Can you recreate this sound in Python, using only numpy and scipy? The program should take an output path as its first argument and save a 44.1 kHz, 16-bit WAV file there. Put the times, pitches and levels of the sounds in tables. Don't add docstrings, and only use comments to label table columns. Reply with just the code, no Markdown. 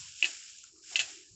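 import sys
import numpy as np
from scipy.fft import rfft, irfft, next_fast_len
from scipy.io import wavfile
from scipy.ndimage import map_coordinates

SR = 44100
rng = np.random.default_rng(int(sys.argv[2]) if len(sys.argv) > 2 else 0)


def master(y):
    cut = np.clip(np.atleast_2d(y).T, -1, 1)
    pcm = np.round(cut * 32767)
    wavfile.write(sys.argv[1], SR, pcm.astype(np.int16))


N = 59535
T = np.arange(N) / SR


def amp(db):
    return 10 ** (np.asarray(db) / 20)


def filtered(x, response):
    size = next_fast_len(N + 8192)
    return irfft(rfft(x, size) * response(np.fft.rfftfreq(size, 1 / SR)), size)[:N]


def noise(spectrum):
    knot_hz, db = np.transpose(spectrum)
    white = rng.standard_normal(N)
    coloured = filtered(white, lambda hz: amp(np.interp(np.log(hz + 1), np.log(knot_hz), db)))
    return coloured / coloured.std()


def curves(rows):
    times, *columns = np.transpose(rows)
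    return [np.interp(T, times, column) for column in columns]


def envelope(start, length, rise, t60):
    age = np.maximum(T - start, 0)
    onset = 1 - np.exp(-(age / rise) ** 2.2)
    return onset * np.exp(-np.log(1000) * np.maximum(age - length, 0) / t60)


def pulse(start, length):
    return np.sin(np.pi * np.clip((T - start) / length, 0, 1)) ** 2


def swells(rows, spectrum):
    gain = sum(amp(db) * envelope(start, length, rise, t60) for start, length, db, rise, t60 in rows)
    return gain * noise(spectrum)


# time in seconds, hiss and mid rustle levels in dB.
LEAF_LEVELS = [
    [(0.0, -46.5, -56.5), (0.024, -47.5, -54.5), (0.07, -50, -56), (0.15, -53.5, -59.5),
     (0.215, -46.5, -52.5)],
    [(0.29, -43.5, -48.5), (0.368, -48, -56), (0.668, -57.5, -64), (0.684, -60, -68), (0.72, -62, -78)],
    [(0.78, -61, -86.5), (0.782, -60, -86.5), (0.818, -59.5, -85), (0.836, -55.5, -66.5), (0.93, -46, -53)],
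    [(1.05, -45, -51), (1.228, -57, -62.5), (1.242, -60, -66.5), (1.25, -59, -66.5), (1.35, -61.5, -80)],
]
# time in seconds, level in dB.
LOW_RUSTLE_LEVELS = [(0, -66.5), (.1, -66), (.15, -90), (.21, -62.5), (.25, -55), (.3, -54), (.38, -61),
                     (.5, -65.5), (.62, -92), (.67, -76), (.73, -93), (.82, -88), (.87, -65.5), (.93, -59),
                     (1.02, -56.5), (1.12, -59.5), (1.22, -71.5), (1.3, -98.5)]
# frequency in Hz, relative level in dB.
HISS_SPECTRUM = [(3000, -47), (4100, -9.5), (5000, -3.5), (5500, -1.5), (6100, -6), (6900, 0), (7450, 1.5),
                 (7750, -5), (8000, -18.5), (8300, -18.5), (8600, -40.5)]
MID_RUSTLE_SPECTRUM = [(1750, -48.5), (2050, -17.5), (2300, -3), (2800, 3.5), (3400, 0.5), (4000, -2),
                       (4800, -27), (6000, -40)]
LOW_RUSTLE_SPECTRUM = [(950, -57.5), (1150, -19), (1350, -9.5), (1630, -4.5), (1930, -6), (2400, -3),
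                       (3200, -52.5)]
def leaves(flutter_db=1.14, knots_per_s=260):
    hiss_db, mid_db = curves(np.vstack(LEAF_LEVELS))
    low_db, = curves(LOW_RUSTLE_LEVELS)
    hiss = amp(hiss_db) * noise(HISS_SPECTRUM)
    mid = amp(mid_db) * noise(MID_RUSTLE_SPECTRUM)
    low = amp(low_db) * noise(LOW_RUSTLE_SPECTRUM)
    grain = map_coordinates(rng.standard_normal(N), [T * knots_per_s])
    return (hiss + mid + low) * amp(flutter_db * grain)


# start and length in seconds, level in dB, rise and t60 in seconds.
RUMBLE_SWELLS = [(-.02, 0.043, -62, 0.011, .55), (.985, 0.032, -63, 0.0091, .2),
                 (1.3, .05, -63.5, 0.0098, .2)]
# frequency in Hz, relative level in dB.
RUMBLE_SPECTRUM = [(20, -23), (55, -14), (90, 1), (135, -5.5), (200, -15.5), (400, -55), (900, -73.5)]
FLOOR_SPECTRUM = [(20, -9), (80, 2.5), (160, -6.5), (350, -8), (600, -17.5), (2000, -23), (8000, -26)]
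def rumble(floor_db=-77.5):
    return swells(RUMBLE_SWELLS, RUMBLE_SPECTRUM) + amp(floor_db) * noise(FLOOR_SPECTRUM)


# start and length in seconds, pitch in Hz,
# half-width as a share of the pitch, level in dB.
STEM_CREAKS = [(-.01, 0.083, 1070, .22, -70), (-.01, .19, 1563, 0.15, -71),
               (0.546, 0.0034, 1690, 0.094, -65.5), (0.633, 0.0042, 1410, .15, -59.5),
               (0.656, 0.042, 1350, .18, -77), (0.756, 0.047, 1254, 0.18, -79),
               (0.833, 0.0098, 1580, .12, -71), (1.232, 0.051, 1750, 0.086, -75.5)]
def creaks(rise_s=0.0024, t60_s=0.073):
    out = np.zeros(N)
    for start, length, pitch, width, db in STEM_CREAKS:
        friction = rng.standard_normal(N)
        band = filtered(friction, lambda hz: 1 / (1 + ((hz / pitch - 1) / width) ** 2) ** 2)
        out += amp(db) * envelope(start, length, rise_s, t60_s) * band / band.std()
    return out


# start and length in seconds, level in dB, rise and t60 in seconds.
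CASE_SCUFFS = [(.222, 0.047, -56, 0.0044, 0.28), (.89, 0.099, -58.5, 0.032, 0.35),
               (.988, 0.0081, -54, 0.002, 0.21), (1.04, .05, -66.5, 0.0185, .2)]
# frequency in Hz, relative level in dB.
SCUFF_SPECTRUM = [(100, -23.5), (300, -3), (520, -4.5), (720, 4.5), (1000, -2.5), (1400, -1.5), (2500, -36)]
def scuffs():
    return swells(CASE_SCUFFS, SCUFF_SPECTRUM)


# start in seconds, level in dB.
CASE_THUDS = [(0.223, -50), (0.987, -61.5)]
def thuds(pitch_hz=350, hold_s=0.024, rise_s=0.0097, t60_s=0.11):
    out = np.zeros(N)
    for start, db in CASE_THUDS:
        tone = np.sin(2 * np.pi * pitch_hz * (T - start))
        out += amp(db) * envelope(start, hold_s, rise_s, t60_s) * tone
    return out


# frequency in Hz at pitch ratio 1, relative level in dB, t60 in seconds.
CASE_MODES = [(1756, -27, 0.019), (2000, -25.5, 0.1), (2340, -20, 0.016), (2603, -11.5, 0.092),
              (2977, -20.5, 0.044), (3060, -28.5, .05), (3260, -23, 0.045), (4600, -38.5, .015)]
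def case_ring(start, pitch_ratio, rise_s=0.00061):
    out = np.zeros(N)
    for hz, db, t60 in CASE_MODES:
        phase = 2 * np.pi * hz * pitch_ratio * (T - start) + rng.uniform(0, 2 * np.pi)
        out += amp(db) * envelope(start, 0, rise_s, t60) * np.sin(phase)
    return out


# start in seconds, level in dB, pitch ratio,
# then the relative levels of ring, rasp and snap in dB.
CASE_CONTACTS = [(0.2252, -9.5, 1, -2, -23.5, -23), (0.243, -12, 1.002, -4, -24, -16.5),
                 (0.2484, -31.5, 0.68, 3, -1, -24), (0.2536, -24.5, .98, 2, -9, -18),
                 (0.9568, -10.5, 1.02, 1, -19, -12), (.9598, -26.5, 1.27, -7, -1, -0.5),
                 (0.9916, -18, 1.046, 5, -8.5, -14.5), (0.9971, -22.5, 1, 1, -4, -10),
                 (1.0005, -19, 1, 4, -19.5, -22), (1.0085, -29, 1, 5.5, -5, -12.5),
                 (1.0291, -32.5, .98, 3.5, -12, -16)]
# frequency in Hz, relative level in dB.
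SNAP_SPECTRUM = [(1500, -29), (2000, -11), (2500, -9), (3200, 1), (4400, 1), (5200, -14.5), (7000, -23.5),
                 (8400, -40)]
RASP_SPECTRUM = [(600, -37.5), (1300, -18), (1750, -1.5), (2250, -15.5), (2700, -3.5), (3350, 1.5),
                 (3750, -5), (4050, 0), (4450, 0), (5100, -6), (6100, -5.5), (6950, 2), (7650, -6.5),
                 (8100, -23), (8600, -35.5)]
TAIL_SPECTRUM = [(1900, -44.5), (2300, -18), (2480, -1), (2640, -5), (2800, -7), (2980, 3.5), (3150, -19.5),
                 (4000, -37)]
def knocks(click_hz=2690, click_s=0.0036, snap_s=0.0022, rasp_trim_db=-2, tail_db=-24):
    out = np.zeros(N)
    for start, db, pitch_ratio, ring_db, rasp_db, snap_db in CASE_CONTACTS:
        click = pulse(start, click_s) * np.sin(2 * np.pi * click_hz * pitch_ratio * (T - start))
        snap = amp(snap_db) * pulse(start, snap_s) * noise(SNAP_SPECTRUM)
        ring = amp(ring_db) * case_ring(start, pitch_ratio)
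        decay = envelope(start, length=0, rise=0.0015, t60=0.1)
        rasp = amp(rasp_db + rasp_trim_db) * decay * noise(RASP_SPECTRUM)
        tail = amp(tail_db) * decay * noise(TAIL_SPECTRUM)
        out += amp(db) * (click + snap + ring + rasp + tail)
    return out


# start and length in seconds, level in dB, rise and t60 in seconds.
HUM_SWELLS = [(.27, 0.02, -61.5, 0.016, 0.25), (.715, .075, -67.5, 0.0099, 0.71),
              (.89, .04, -72.5, .02, .3), (.988, 0.0084, -60, 0.0066, 0.4), (1.1, 0.076, -63, 0.026, 0.51)]
# frequency in Hz, relative level in dB.
HUM_SPECTRUM = [(220, -51.5), (290, -10), (325, -6.5), (390, -5.5), (430, -15.5), (560, -40), (900, -65.5)]
def hum():
    return swells(HUM_SWELLS, HUM_SPECTRUM)


# start in seconds, level in dB, t60 in seconds.
LEAF_TICKS = [(.5835, -43, .035), (.6375, -39, .02), (.7628, -53, .015), (.7858, -53, .015),
              (.863, -47, .015)]
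# frequency in Hz, relative level in dB.
TICK_SPECTRUM = [(1000, -42), (1500, -20), (2600, -7), (4000, -10), (5200, -11.5), (6400, 3.5), (7400, 4.5),
                 (8100, -15), (8600, -50)]
def ticks(rise_s=0.001):
    bursts = sum(amp(db) * envelope(start, 0, rise_s, t60) for start, db, t60 in LEAF_TICKS)
    return bursts * noise(TICK_SPECTRUM)


def scene():
    return (leaves() + rumble() + creaks() + scuffs() + thuds() + knocks() + hum() + ticks())[None]


def record(dry):
    limit_hz = 8400
    return filtered(dry[0], lambda hz: 1 / (1 + (hz / limit_hz) ** 120))[None]


dry = scene()
out = record(dry)
master(out)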